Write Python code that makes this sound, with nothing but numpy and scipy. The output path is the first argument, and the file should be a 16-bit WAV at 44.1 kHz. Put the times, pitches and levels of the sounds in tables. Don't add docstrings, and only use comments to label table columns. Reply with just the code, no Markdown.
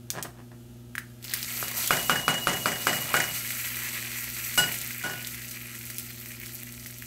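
import sys
import numpy as np
from scipy import signal
from scipy.fft import rfft, irfft
from scipy.io import wavfile

SR = 44100
rng = np.random.default_rng(int(sys.argv[2]) if len(sys.argv) > 2 else 0)


def transcribe(signal):
    frames = np.atleast_2d(signal).T
    limited = np.clip(frames, -1, 1)
    pcm = np.round(limited * 32767).astype(np.int16)
    wavfile.write(sys.argv[1], SR, pcm)


def elevation(decibels):
    levels = np.asarray(decibels, float)
    return 10 ** (levels / 20)


N = 311346


def rms_one(x):
    return x / np.sqrt(np.mean(x ** 2) + 1e-20)


def in_time(rows):
    s, *columns = np.transpose(rows)
    return [np.interp(np.arange(N) / SR, s, c, left=-150, right=c[-1]) for c in columns]


def at_hz(points, hz, axis=1):
    return np.interp(np.log(hz), np.log(np.array(points)[:, 0]), np.array(points)[:, axis])


def colour(x, spectrum):
    hz = np.maximum(np.arange(N // 2 + 1) * SR / N, 1)
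    return irfft(rfft(x) * elevation(at_hz(spectrum, hz)), N)


def above(x, hz):
    return signal.sosfilt(signal.butter(4, hz, "high", fs=SR, output="sos"), x)


def below(x, hz, order):
    return signal.sosfilt(signal.butter(order, hz, fs=SR, output="sos"), x)


def between(x, low_hz, high_hz):
    return signal.sosfilt(signal.butter(2, [low_hz, high_hz], "band", fs=SR, output="sos"), x)


def drift(rate_hz):
    r = np.exp(-80 * np.pi * rate_hz / SR)
    noise = rng.standard_normal(N // 40 + 2002)
    slow = signal.lfilter([1], [1, -2 * r, r * r], noise)[2000:]
    return np.interp(np.arange(N) / 40, np.arange(len(slow)), rms_one(slow))


def ring(clicks, hz, t60):
    r, w = elevation(-60 / (t60 * SR)), 2 * np.pi * hz / SR
    return signal.lfilter([0, np.sin(w)], [1, -2 * r * np.cos(w), r * r], clicks + 1e-18)


def bursts(per_s, spread_db, clump_db):
    chance = per_s * elevation(clump_db * drift(14.0)) / SR
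    sizes = elevation(spread_db * np.minimum(rng.exponential(1, N), 3.5)) * rng.choice([-1, 1], N)
    return sizes * (rng.random(N) < chance) / np.sqrt(per_s)


def grains(clicks, low_hz, high_hz, cycles, count):
    dealt = rng.integers(0, count, N)
    pitches = np.geomspace(low_hz, min(high_hz, .45 * SR), count)
    return rms_one(sum(ring(clicks * (dealt == k), hz, cycles / hz) * hz for k, hz in enumerate(pitches)))


def add(out, s, sound):
    i = round(s * SR)
    out[i:i + len(sound)] += sound[:N - i]


# t/s, fizz level/dB, bubble level/dB
OIL_ON_SAUCE = [(1.18, -78, -73), (1.25, -45, -53), (1.35, -38.5, -40), (1.42, -37.5, -47),
                (1.55, -31.5, -43), (1.72, -39, -42.5), (1.8, -29, -42), (1.97, -30.5, -49),
                (2.26, -39, -63), (2.76, -35, -49.5), (3.22, -33.5, -36), (3.4, -32.5, -42),
                (3.52, -32, -40), (3.91, -34.5, -37), (4.34, -35.5, -43), (4.6, -32.5, -44),
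                (4.82, -36, -44.5), (5.0, -39, -42.5), (5.52, -40.5, -48.5), (5.7, -43, -46.5),
                (5.9, -42, -51.5), (6.1, -42.5, -51.5), (6.47, -44, -52), (7.06, -45.5, -54.5)]
# f/Hz, level/dB per Hz
FIZZ_COLOUR = [(760, -107), (1300, -1), (1370, 1), (1500, -16), (2010, -2), (3020, -7), (3250, -19.5),
               (4270, -5), (5200, -12), (5830, -5), (7040, -6.5), (7970, -3), (9520, -9), (12500, 1),
               (15700, -4)]


def sizzle():
    fizz_db, bubbles_db = in_time(OIL_ON_SAUCE)
    t = np.arange(N) / SR

    cover_on_s, cover_off_s, cover_move_s = 1.55, 3.33, 0.18
    covered_db, open_db = -6, -19
    covered = np.clip(np.minimum(t - cover_on_s, cover_off_s - t) / cover_move_s + .5, 0, 1)
    gurgle_db = bubbles_db + open_db + (covered_db - open_db) * covered

    cooling_s, halving_s = 4.2, 1.1
    gurgle_db -= 10 * np.clip(t - cooling_s, 0, 1)
    per_s = 2500 * .5 ** (np.maximum(t - cooling_s, 0) / halving_s)

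    landing = np.exp(-np.abs(t - OIL_ON_SAUCE[0][0]) / 0.18)
    squeak_db = fizz_db - 12 + 15.5 * landing

    crackle = rms_one(bursts(.2 * per_s, spread_db=3.0, clump_db=6.0))
    spits = grains(bursts(.5 * per_s, spread_db=6.5, clump_db=3.5), 2960, 21200, cycles=8.9, count=9)
    fine = grains(bursts(4.7 * per_s, spread_db=4.0, clump_db=4.0), 4550, 10970, cycles=7.0, count=9)
    hiss = rng.standard_normal(N) * elevation(2.0 * drift(8.0))
    fizz = rms_one(colour(0.31 * crackle + .6 * spits + 0.61 * fine + 0.66 * hiss, FIZZ_COLOUR))

    small = rms_one(bursts(.9 * per_s, spread_db=7.5, clump_db=4.0))
    bubbles = grains(crackle + .8 * small, 1780, 2600, cycles=10.0, count=18)
    bubbles = above(bubbles, 1300)
    gurgle = grains(small, 473, 1230, cycles=24.0, count=8)
    squeak = grains(small[::-1], 2880, 5000, cycles=12.0, count=8)
    return elevation(fizz_db) * fizz + elevation(bubbles_db) * bubbles + elevation(gurgle_db) * gurgle + elevation(squeak_db) * squeak


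# f/Hz, level/dB
RIM_KNOCK = [(620, -6), (1350, 3), (2350, -8.5), (4600, -17)]


def contact_knock(t, noise, settling):
    spot = elevation(rng.normal(0, 0.74, len(RIM_KNOCK)))
    thud = sum(-g * elevation(db) * np.sin(2 * np.pi * hz * t) for g, (hz, db) in zip(spot, RIM_KNOCK))
    thud *= np.exp(-((t - .0011) / 0.0011) ** 2)
    thud /= np.max(np.abs(thud))
    tick = 0.35 * below(noise, 5000, order=2) * np.exp(-t / 0.0025)
    clatter = 1.04 * settling * noise * np.exp(-t / 0.024)
    return thud + tick + clatter


# f/Hz, relative level/dB, t60/s, split at light contact/Hz, weaker partner/0-1
PAN_MODES = [(826, 4, .6, 6, .5), (1460, 20, .9, 9, .3), (2895, 0, 1.5, 14.5, .9), (3825, -18, .5, 12, .5),
             (4060, -17, .6, 10, .5), (4900, 11, .9, 12, .3), (5750, 4, .9, 15, .4), (6200, 8, .3, 20, .5),
             (7705, 19, .7, 22, .2), (7865, 13, .35, 25, .5), (10600, 15, .15, 30, .5),
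             (11110, 10, .25, 30, .5)]


def pan_ring(t, high_db, low_db, settling, on_rim, free_s):
    rim_damping_db_per_s = 140
    rings = 0
    for hz, db, t60, split_hz, partner in PAN_MODES:
        side_db = 0
        if hz < 2000:
            side_db = low_db - rim_damping_db_per_s * t * on_rim
        elif hz > 4500:
            side_db = high_db
        half_hz = split_hz * (1 + 1.7 * settling ** 2) / 2
        slip = half_hz * (t - .02 * (1 - .7 * settling))
        pair = np.sin(2 * np.pi * (hz * t + slip)) + partner * np.sin(2 * np.pi * (hz * t - slip))
        rings += pair * elevation(db + side_db - 60 * t / t60)
    rings *= (t < free_s) * (1 - np.exp(-t / 0.002))
    return rings * elevation(-2500 * abs(settling) * t ** 2)


# f/Hz, relative level/dB per Hz, t60/s
STOVE_BOOM = [(90, -9, 1), (162, 1.5, 0.7), (380, -2, 0.47), (745, -0.5, 0.59), (1220, -5.5, 0.44),
              (1940, -0.5, 0.26), (4100, -17, 0.61), (8700, -11.5, 0.15)]


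def stove_boom(t, noises):
    edges = 70 * 2 ** np.arange(0, 7.6, .5)
    boom = 0
    for k, (low, high) in enumerate(zip(edges, edges[1:])):
        hz = np.sqrt(low * high)
        band = between(noises[k % 2], low, high)
        boom += band * elevation(at_hz(STOVE_BOOM, hz) - 60 * t / at_hz(STOVE_BOOM, hz, axis=2))
    return boom * (1 - np.exp(-t / 0.00022)) * 3.21


# t after the blow/s, relative level/dB
HANDLE_BOUNCES = [(0.024, -15), (0.06, -14), (.098, -20.5)]


def handle_slaps(t, noise, extra_db):
    slaps = sum(elevation(db) * (t > lag) * np.exp(-np.abs(t - lag) / 0.0095) for lag, db in HANDLE_BOUNCES) * noise
    slaps *= elevation(extra_db)
    return between(slaps, 5200, 8800) + 4.3 * between(slaps, 1500, 2100)


# t/s, knock level/dB, ring level/dB, high modes/dB, low modes/dB
RIM_TAPS = [(1.627, -16, -47, -17, -22), (1.907, -3.5, -34, -40, -14), (2.096, -5, -30.5, -42, -14),
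            (2.28, -4.5, -30, -45, -16.5), (2.471, -6, -34, -29, -32), (2.658, -7, -36.5, -20, -28),
            (2.869, -5.5, -33, -20.5, -30), (3.141, -6, -34, -37, -7.5)]
# t/s, knock level/dB, ring level/dB, high modes/dB, low modes/dB,
# stove rumble level/dB, settling/0-1
COIL_SET_DOWNS = [(4.576, -14, -22.5, -22, -17, -27.5, 0.52), (5.037, -34, -43.5, -24, -7.5, -30.5, 0.05)]


def pan_blows():
    thuds, rung, t = np.zeros(N), np.zeros(N), np.arange(round(.6 * SR)) / SR
    firm_db = np.median([row[1] for row in RIM_TAPS])
    tap_stove_db, tap_settling = -23.5, 0.03
    taps = [row + (tap_stove_db + min(2.1 * (row[1] - firm_db + 0.5), 0), tap_settling) for row in RIM_TAPS]
    blows = taps + COIL_SET_DOWNS
    ends = [row[0] for row in blows[1:]] + [N / SR]
    last_tap_s = RIM_TAPS[-1][0]
    for (s, knock_db, ring_db, high_db, low_db, stove_db, settling), end in zip(blows, ends):
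        noise = rng.standard_normal((3, len(t)))
        knock = contact_knock(t, noise[2], settling)
        boom = stove_boom(t, noise[:2])
        rattle = handle_slaps(t, noise[2], extra_db=5 * (s == last_tap_s))
        rings = pan_ring(t, high_db, low_db, settling, on_rim=s <= last_tap_s, free_s=end - s)
        add(thuds, s, elevation(knock_db) * knock + elevation(stove_db) * (boom + 5.2 * rattle))
        add(rung, s, elevation(ring_db) * rings)
    return thuds, rung


FAVOURED_HZ = [2100, 2400, 6500, 8000, 12500]


def stray_pops():
    per_s, from_s = 20, 4.3
    over_fizz_db, range_db, snap_db, splutter_db = 14, 8, -9, -17
    when, pitch, size = rng.random((60, 3)).T
    s = from_s + np.cumsum(-np.log(1 - when) / per_s)
    fizz_db = np.interp(s, *np.transpose(OIL_ON_SAUCE)[:2])
    db = fizz_db + over_fizz_db + range_db * (size - .5)
    hz = np.array(FAVOURED_HZ)[(pitch * len(FAVOURED_HZ)).astype(int)]
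    return [(a, b, c, snap_db, splutter_db) for a, b, c in zip(s, db, hz) if a < N / SR - .01]


# t/s, level/dB, f/Hz, snap and splutter relative to that level/dB
SEED_POPS = [(0.1027, -6.5, 6140, -15, -17), (0.2259, -11.5, 8300, -7, -15.5),
             (0.9522, -14, 1700, -23, -22), (0.9802, -9, 1720, -32, -22), (1.2266, -34, 4400, -6, -8),
             (1.2426, -24.5, 6340, -14, -10), (1.3359, -14, 1880, 6, -4), (1.4287, -12.5, 4900, -12, -16.5),
             (1.4459, -17.5, 7100, -6, -21), (1.6812, -16, 6500, -8, -11), (1.7125, -18, 14200, -10, -12),
             (1.8741, -18, 6540, -11, -3.5), (2.0283, -22, 7000, -12, -8), (3.5054, -13.5, 2160, -20, -14),
             (4.4443, -18, 8000, -4, -31), (4.692, -17, 2120, -10, -26), (4.7872, -13, 8040, -11, -26),
             (4.8145, -13.5, 8050, -6, -16), (4.9067, -19.5, 2130, -1, -12), (5.247, -15.5, 3870, -14, -31),
             (5.2704, -12.5, 12600, -11, -17.5), (5.5104, -19.5, 13200, -10, -12),
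             (5.7518, -25.5, 2130, -14, -11), (5.8536, -18, 13200, -9, -21), (5.9005, -24, 1880, -8, -8.5),
             (5.9828, -9.5, 12500, -11, -18), (5.997, -15, 13000, -8, -23), (6.2582, -26, 2180, -4, -11),
             (6.4343, -23.5, 2140, -12, -18), (6.4597, -21.5, 6310, 0, -16), (6.552, -18, 12700, -6, -19),
             (6.5819, -27, 6530, -3, -15), (6.8598, -25, 1970, -14, -8), (6.984, -16, 13000, -8, -26),
             (7.0224, -22, 1870, 4, -21)]


def pops():
    out, t = np.zeros(N), np.arange(2600) / SR
    rows = SEED_POPS + stray_pops()
    noise = rng.standard_normal((len(SEED_POPS) + 60, 2, len(t)))
    for (s, db, hz, snap_db, splutter_db), (crack, spray) in zip(rows, noise):
        snap = np.diff(np.sign(crack) * np.exp(-t / 0.00004), prepend=0)
        body = np.sin(2 * np.pi * hz * t) * np.exp(-t * hz / 1.3)
        drops = signal.lfilter([1, -1], [1, -.6], spray * np.abs(crack)) * np.exp(-t / 0.0071)
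        pop = elevation(snap_db) * snap + body + elevation(splutter_db) * drops
        add(out, s + .0006, elevation(db) * pop)
    return above(out, 1390)


# t of the strongest catch/s, level/dB, build-up/dB per s
PAN_JERKS = [(0.149, -31.5, 3000), (0.178, -31, 400), (0.249, -35.5, 3000), (0.4, -50, 200),
             (0.517, -48, 3000)]
# f/Hz, level/dB per Hz
SCRAPE_COLOUR = [(150, 11.5), (250, -16.5), (855, -19), (1490, -23), (1810, -19.5), (2070, -29),
                 (7860, -44), (9000, -39), (11700, -60), (19800, -120)]


def slide():
    t, fall_db_per_s = np.arange(N) / SR, 402
    jerks = [db - np.maximum(rise * (s - t), fall_db_per_s * (t - s)) for s, db, rise in PAN_JERKS]
    sizes = elevation(9.2 * rng.exponential(1, N).clip(0, 2.5)) * rng.choice([-1, 1], N)
    catches = sizes * (rng.random(N) < 2500 / SR)
    return elevation(np.max(jerks, axis=0)) * rms_one(above(colour(catches, SCRAPE_COLOUR), 294))


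# f/Hz, level/dB per Hz
FRYING_COLOUR = [(760, -29), (1300, 3), (1440, -4), (1640, -2), (2010, -7.5), (3320, -4), (5250, -8),
                 (6270, -6), (9720, -8), (12500, -5), (15700, -12)]


def simmer():
    level_db, swell_db, tipped_s = -60.5, 1.0, 1.4
    fry = rng.standard_normal(N) + .5 * rms_one(bursts(1300.0, spread_db=2.5, clump_db=1.5))
    swell = elevation(swell_db * drift(2.0))
    in_pan = np.arange(N) / SR < tipped_s
    return elevation(level_db) * swell * in_pan * rms_one(colour(fry, FRYING_COLOUR))


# f/Hz, rms level before wobble/dB, wobble/dB
MOTOR_LINES = [(59.5, -61, 3.0), (120, -47.5, .4), (180, -64, 2.0), (219, -62, 2.0), (240, -52.5, .8),
               (340, -63, 2.5), (361, -62, 2.0), (480, -74, 2.0), (618, -70, 2.5)]
# f/Hz, level/dB per Hz
AIR_COLOUR = [(15, -49), (25, -13), (69, 1), (119, -1.5), (146, -7), (174, -31), (240, 4), (294, -8.5),
              (359, -18), (405, -13.5), (604, -14.5), (884, -16), (1190, -33.5), (2010, -32), (3000, -23),
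              (3900, -65), (6600, -120)]


def fan():
    t, air_db = np.arange(N) / SR, -55.5
    lines = np.zeros(N)
    for hz, db, wobble_db in MOTOR_LINES:
        level = np.sqrt(2) * elevation(db + wobble_db * drift(6.0))
        lines += level * np.sin(2 * np.pi * hz * t + .2 * wobble_db * drift(3.0))
    return lines + elevation(air_db) * rms_one(colour(rng.standard_normal(N), AIR_COLOUR))


def kitchen(x):
    t60_s, level_db, wall_cut_hz = 0.26, -9.5, 16000
    t = np.arange(round(.5 * SR)) / SR
    noise = rng.standard_normal(len(t))
    low = below(noise, wall_cut_hz, order=1)
    tail = low * elevation(-60 * t / t60_s) + (noise - low) * elevation(-120 * t / t60_s)
    tail *= t > .002
    return signal.fftconvolve(x, elevation(level_db) * tail / np.sqrt(np.sum(tail ** 2)))[:N]


def scene():
    thuds, rung = pan_blows()
    near = simmer() + sizzle() + pops() + thuds + slide()
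    room = kitchen(near + .4 * rung)
    return (near + rung + room + fan())[None]


def top_cut(x):
    return signal.sosfilt(signal.butter(12, 16970, fs=SR, output="sos"), x)


def record(dry):
    mix = signal.sosfilt(signal.ellip(10, 1, 55, 15720, fs=SR, output="sos"), dry)
    return top_cut(mix)


dry = scene()
out = record(dry)
transcribe(out)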